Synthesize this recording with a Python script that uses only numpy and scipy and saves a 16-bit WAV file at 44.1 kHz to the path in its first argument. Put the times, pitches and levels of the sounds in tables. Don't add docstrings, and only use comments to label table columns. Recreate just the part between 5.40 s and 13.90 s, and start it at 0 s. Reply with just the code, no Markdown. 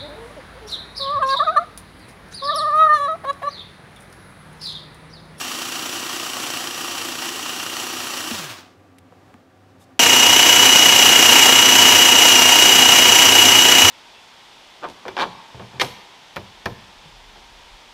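import sys
import numpy as np
from scipy import signal
from scipy.fft import rfft, irfft
from scipy.io import wavfile

SR = 44100
rng = np.random.default_rng(int(sys.argv[2]) if len(sys.argv) > 2 else 0)


def inscribe(sig):
    pcm = np.round(np.clip(np.atleast_2d(sig).T, -1, 1) * 32767)
    wavfile.write(sys.argv[1], SR, pcm.astype(np.int16))


def boost(x):
    u = np.asarray(x, float) / 20
    return 10 ** u


N = 374850
TIME = np.arange(N) / SR
CHANGE_S = 4.5927
GEAR = 94 / 11


def rms_one(x):
    return x / np.sqrt(np.mean(x ** 2) + 1e-20)


def drift(rate):
    r = np.exp(-2 * np.pi * rate / SR)
    return rms_one(signal.lfilter([1], [1, -2 * r, r * r], rng.standard_normal(N + SR))[SR:])


def filtered(x, order, edges_hz, kind="low"):
    return signal.sosfilt(signal.butter(order, edges_hz, kind, fs=SR, output="sos"), x)


def body(x, colour, modes, size=16384):
    hz = np.arange(size // 2 + 1) * SR / size + 1
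    colour_hz, colour_db = np.transpose(colour)
    level_db = np.interp(np.log(hz), np.log(colour_hz), colour_db)
    for centre_hz, width, rise_db in modes:
        level_db = level_db + rise_db / (1 + (2 * (hz - centre_hz) / width) ** 2)
    cepstrum = irfft(np.log(boost(level_db)))
    cepstrum[1:size // 2] *= 2
    cepstrum[size // 2 + 1:] = 0
    return signal.fftconvolve(x, irfft(np.exp(rfft(cepstrum))))[:N]


# frequency in Hz, level in dB per Hz.
ROOM = [(24, -29), (50, -28), (87, -5.5), (204, -12.5), (337, -6.5), (392, -9), (516, -12), (570, -11.5),
        (1180, -18), (1630, -18.5), (2320, -24), (2500, -24.5), (16000, -46)]
# centre in Hz, width in Hz, rise in dB.
ROOM_MODES = [(100, 15, 7.5), (167, 28, 1.5), (265, 20, 14), (750, 61, 8), (1190, 55, 5)]
# frequency in Hz, level in dB rms.
HUM = [(96.9, -62.5), (177.6, -64.5), (242.2, -70), (263.8, -71), (522.2, -67), (726.7, -78), (1163, -70)]


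def kitchen():
    air = rms_one(body(rng.standard_normal(N), ROOM, ROOM_MODES)) * boost(-51.5 + 1.0 * drift(3.1))
    hum = np.zeros(N)
    for hz, hum_db in HUM:
        level = boost(hum_db + 1.5 + 1.9 * drift(4))
        hum += level * np.sin(2 * np.pi * hz * TIME + 0.34 * drift(2.4))
    after = TIME > CHANGE_S
    sounding = (TIME < CHANGE_S - .004) | after
    return (air + hum) * boost(18.5 * after) * sounding


def churning(motor, blade, swell, luck, throb_db, tooth_db):
    teeth = np.cos(2 * np.pi * 2 * (motor - blade)) + np.cos(2 * np.pi * motor)
    throb = throb_db * swell * (1 + 0.15 * luck[:, 0])
    return rng.standard_normal(N) * boost(throb + tooth_db * teeth + 0.62 * drift(9.2))


def shaft_knocks(blade, luck):
    struck = np.diff(np.floor(blade + .1 + .04 * luck[:, 0]), prepend=0) > 0
    strength = struck * boost(2.2 * np.minimum(luck[:, 1], 1))
    decay_s = 0.0036
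    burst = signal.lfilter([1], [1, -np.exp(-1 / (decay_s * SR))], strength) * rng.standard_normal(N)
    return signal.lfilter([.5], [1, -.5], burst)


def gear_song(motor, blade, swell, lines, lines_db, shake_db, waver_db, blur):
    play = blur * drift(13.4) + 0.028 * drift(2.64)
    rattle = 0.23 * drift(60)
    sing = np.zeros(N)
    for (order, side), line_db in zip(lines, lines_db):
        waver = waver_db * (.5 + (order > 2) * (side != 2)) * drift(3.4)
        shake = shake_db * (order == 1)
        throb = 4.9 * (swell - .5) * (order in (4, 23))
        turns = order * (motor + play) + side * (blade - .1) + rattle * (order > 20)
        sing += boost(line_db + 2.5) * boost(waver + shake + throb) * np.cos(2 * np.pi * turns)
    return filtered(sing, 4, 119, "high")


def chopper(angle, speed, level_db, swing_db, bright_db, shake_db, tuned, colour, modes, lines, lines_db,
            throb_db, knock_db, tooth_db, waver_db, blur):
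    motor = np.cumsum(speed) / SR
    blade = motor / GEAR + angle
    luck = rng.standard_normal((400, 2))[np.floor(blade + .5).astype(int)]
    swell = np.exp(0.87 * (np.cos(2 * np.pi * blade) - 1))
    churn = churning(motor, blade, swell, luck, throb_db, tooth_db)
    drive = rms_one(churn) + boost(knock_db) * shaft_knocks(blade, luck)
    resonant = body(drive, colour, modes)
    plain = boost(2.0) * body(drive, colour, [])
    noise = tuned * resonant + (1 - tuned) * plain
    dull = filtered(noise, 2, 6500)
    scale = np.std(filtered(noise, 2, [300, 2500], "band"))
    grind = boost(level_db) * (dull + (noise - dull) * boost(bright_db)) / scale
    sing = gear_song(motor, blade, swell, lines, lines_db, shake_db, waver_db, blur)
    return (grind + sing) * boost(swing_db)


# time in seconds, speed in turns per second.
HELD_SPEED = [(0.0, 246.8), (0.8, 253.6), (1.35, 248.6), (2.3, 252.4), (2.9, 250.4)]
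# frequency in Hz, level in dB per Hz.
HELD_COLOUR = [(29, -66), (50, -38), (85, -13.5), (198, -10), (240, -9.5), (353, -2), (398, -10),
               (1180, -2.5), (2110, -6.5), (2810, -5), (3500, -6.5), (5810, -9), (14200, -19.5),
               (16000, -17)]
# centre in Hz, width in Hz, rise in dB.
HELD_MODES = [(350, 240, 5), (782, 38, 5.5), (1203, 170, 3.5), (1895, 60, 6), (2120, 180, -3),
              (2770, 210, 5), (3060, 320, 6), (4440, 250, 2.5), (5770, 790, 5.5), (6600, 400, -1),
              (7000, 230, 5), (7800, 440, 6), (10650, 500, 6.5), (12500, 700, 6)]
HELD_LINES = [(1, -1), (1, 0), (1, 1), (2, -1), (3, -1), (11, 1), (11, 2), (11, 3), (23, 1)]
HELD_LINES_DB = [-70, -47, -57, -61, -51, -51, -48, -51, -53]


def held_run():
    coasting = np.maximum(TIME - 2.911, 0)
    slowing = np.exp(-coasting / 0.2582)
    speed = np.interp(TIME, *np.transpose(HELD_SPEED)) * slowing
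    fade_db = -168 * coasting ** 2 - 80 * np.maximum(coasting - 0.35, 0)
    dulling_db = -70 * coasting ** 2
    shudder_db = 8.5 * (1 - np.exp(-coasting / 0.055))
    tuned = np.exp(-coasting / .1)
    throb_db = 2.5 + 3 * (1 - slowing)
    return chopper(-.46, speed, -32.5, fade_db, dulling_db, shudder_db, tuned,
                   HELD_COLOUR, HELD_MODES, HELD_LINES, HELD_LINES_DB,
                   throb_db=throb_db, knock_db=6.0, tooth_db=1.0, waver_db=2.5, blur=0.011)


# start in seconds, peak in dB, ring in Hz, 60 dB decay time in seconds.
KNOCKS = [
    (2.913, -20, 232, 0.098),
    (2.93, -37, 95, .2),
    (3.411, -42, 270, .04),
    (3.7235, -38, 520, .04),
    (3.9423, -40, 900, .02),
    (3.9445, -35, 235, .07),
    (8.44, -19, 96, .3),
]


def hand_knocks():
    out = np.zeros(N)
    for s, peak_db, hz, t60 in KNOCKS:
        age = np.maximum(TIME - s, 0)
        rise = 1 - np.exp(-age / min(0.0035, 1 / hz))
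        out += rise * boost(peak_db - 60 * age / t60) * np.sin(2 * np.pi * hz * age)
    return out


# start in seconds, length in seconds, level in dB rms,
# low edge in Hz, high edge in Hz.
RUBS = [
    (3.584, 0.0098, -48, 1500, 4800),
    (3.585, .008, -49, 6500, 11000),
    (3.7235, .004, -64, 2000, 10000),
    (3.941, .004, -60, 6000, 11000),
    (4.28, .05, -68, 1800, 5000),
    (4.39, .06, -59, 2500, 11000),
    (4.395, .05, -66, 3500, 3900),
    (4.44, .012, -62, 4000, 9000),
]


def skin_rubs():
    out = np.zeros(N)
    white = rng.standard_normal(N)
    for s, length, rub_db, low_hz, high_hz in RUBS:
        i, n = int(s * SR), int(length * SR)
        hiss = filtered(white[i - 999:i + n], 2, [low_hz, high_hz], "band")[-n:]
        shape = np.sqrt(np.hanning(n)) if length > .03 else np.linspace(1, 0, n)
        out[i:i + n] += boost(rub_db) * rms_one(hiss) * shape
    return out


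# start in seconds, peak in dB, low edge in Hz, high edge in Hz.
TAPS = [
    (3.7237, -38, 350, 1300),
    (3.7275, -42, 350, 900),
    (3.9412, -37, 500, 2600),
    (3.9435, -40, 200, 1500),
]


def wall_taps():
    out = np.zeros(N)
    for s, peak_db, low_hz, high_hz in TAPS:
        click = filtered(signal.unit_impulse(SR // 20), 3, [low_hz, high_hz], "band")
        out[int(s * SR):][:len(click)] += boost(peak_db) * click / click.max()
    return out


# time in seconds, speed in turns per second.
DOWN_SPEED = [(4.6, 254.6), (4.8, 256.0), (5.05, 260.0), (5.28, 259.6), (5.55, 256.8), (5.9, 254.9),
              (6.37, 259.8), (6.56, 256.6), (6.8, 257.3), (7.02, 252.9), (7.28, 257.5), (7.8, 257.0),
              (8.5, 258.8)]
# frequency in Hz, level in dB per Hz.
DOWN_COLOUR = [(24, -42), (40, -42), (180, -20), (249, -14.5), (542, -13), (942, -8.5), (1090, -11),
               (2380, -7), (2910, -6.5), (3560, -19), (6020, -8.5), (8770, -22), (12100, -20), (16000, -27)]
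# centre in Hz, width in Hz, rise in dB.
DOWN_MODES = [(378, 100, 5.2), (492, 26, 3.8), (760, 114, 2.7), (947, 50, 4.4), (2130, 27, 0.83),
              (2986, 194, 5), (3314, 310, 7.2), (3790, 210, 8.6), (4050, 130, 5.1), (5590, 60, 2),
              (5896, 53, 4.1), (7520, 600, 7.8), (9200, 210, 2), (11550, 1400, 3.4)]
DOWN_LINES = [(1, -1), (1, 0), (1, 2), (2, -1), (3, -4), (3, -2), (3, -1), (4, -5), (4, -3), (4, -2),
              (6, -6), (11, 0), (11, 1), (11, 2), (11, 3), (11, 8), (23, 1), (23, 2)]
DOWN_LINES_DB = [-39.5, -32, -36, -40, -40, -34.5, -38, -51, -31.5, -33, -35.5, -29.5, -31, -14, -22, -26.5,
                 -25, -30]


def counter_run():
    after_change = np.maximum(TIME - CHANGE_S, 0)
    running = TIME > CHANGE_S - .3
    speed = np.interp(TIME, *np.transpose(DOWN_SPEED)) * running
    settling_db = -1.5 * np.exp(-after_change / 0.28)
    run = chopper(.87, speed, -15.5, settling_db, 0, 0, 0.97,
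                  DOWN_COLOUR, DOWN_MODES, DOWN_LINES, DOWN_LINES_DB,
                  throb_db=2.5, knock_db=5.5, tooth_db=0.5, waver_db=1.56, blur=0.0068)
    return run * (TIME > CHANGE_S)


def scene():
    hands = hand_knocks() + skin_rubs() + wall_taps()
    return (kitchen() + held_run() + hands + counter_run())[None]


def top_cut(x):
    return signal.sosfilt(signal.butter(12, 16380, fs=SR, output="sos"), x)


def record(dry):
    clipped = np.clip(dry, -.92, .92)
    low_pass = signal.ellip(12, .5, 75, 15720, fs=SR, output="sos")
    finished = signal.sosfilt(low_pass, clipped)
    return top_cut(finished)


dry = scene()
out = record(dry)
inscribe(out)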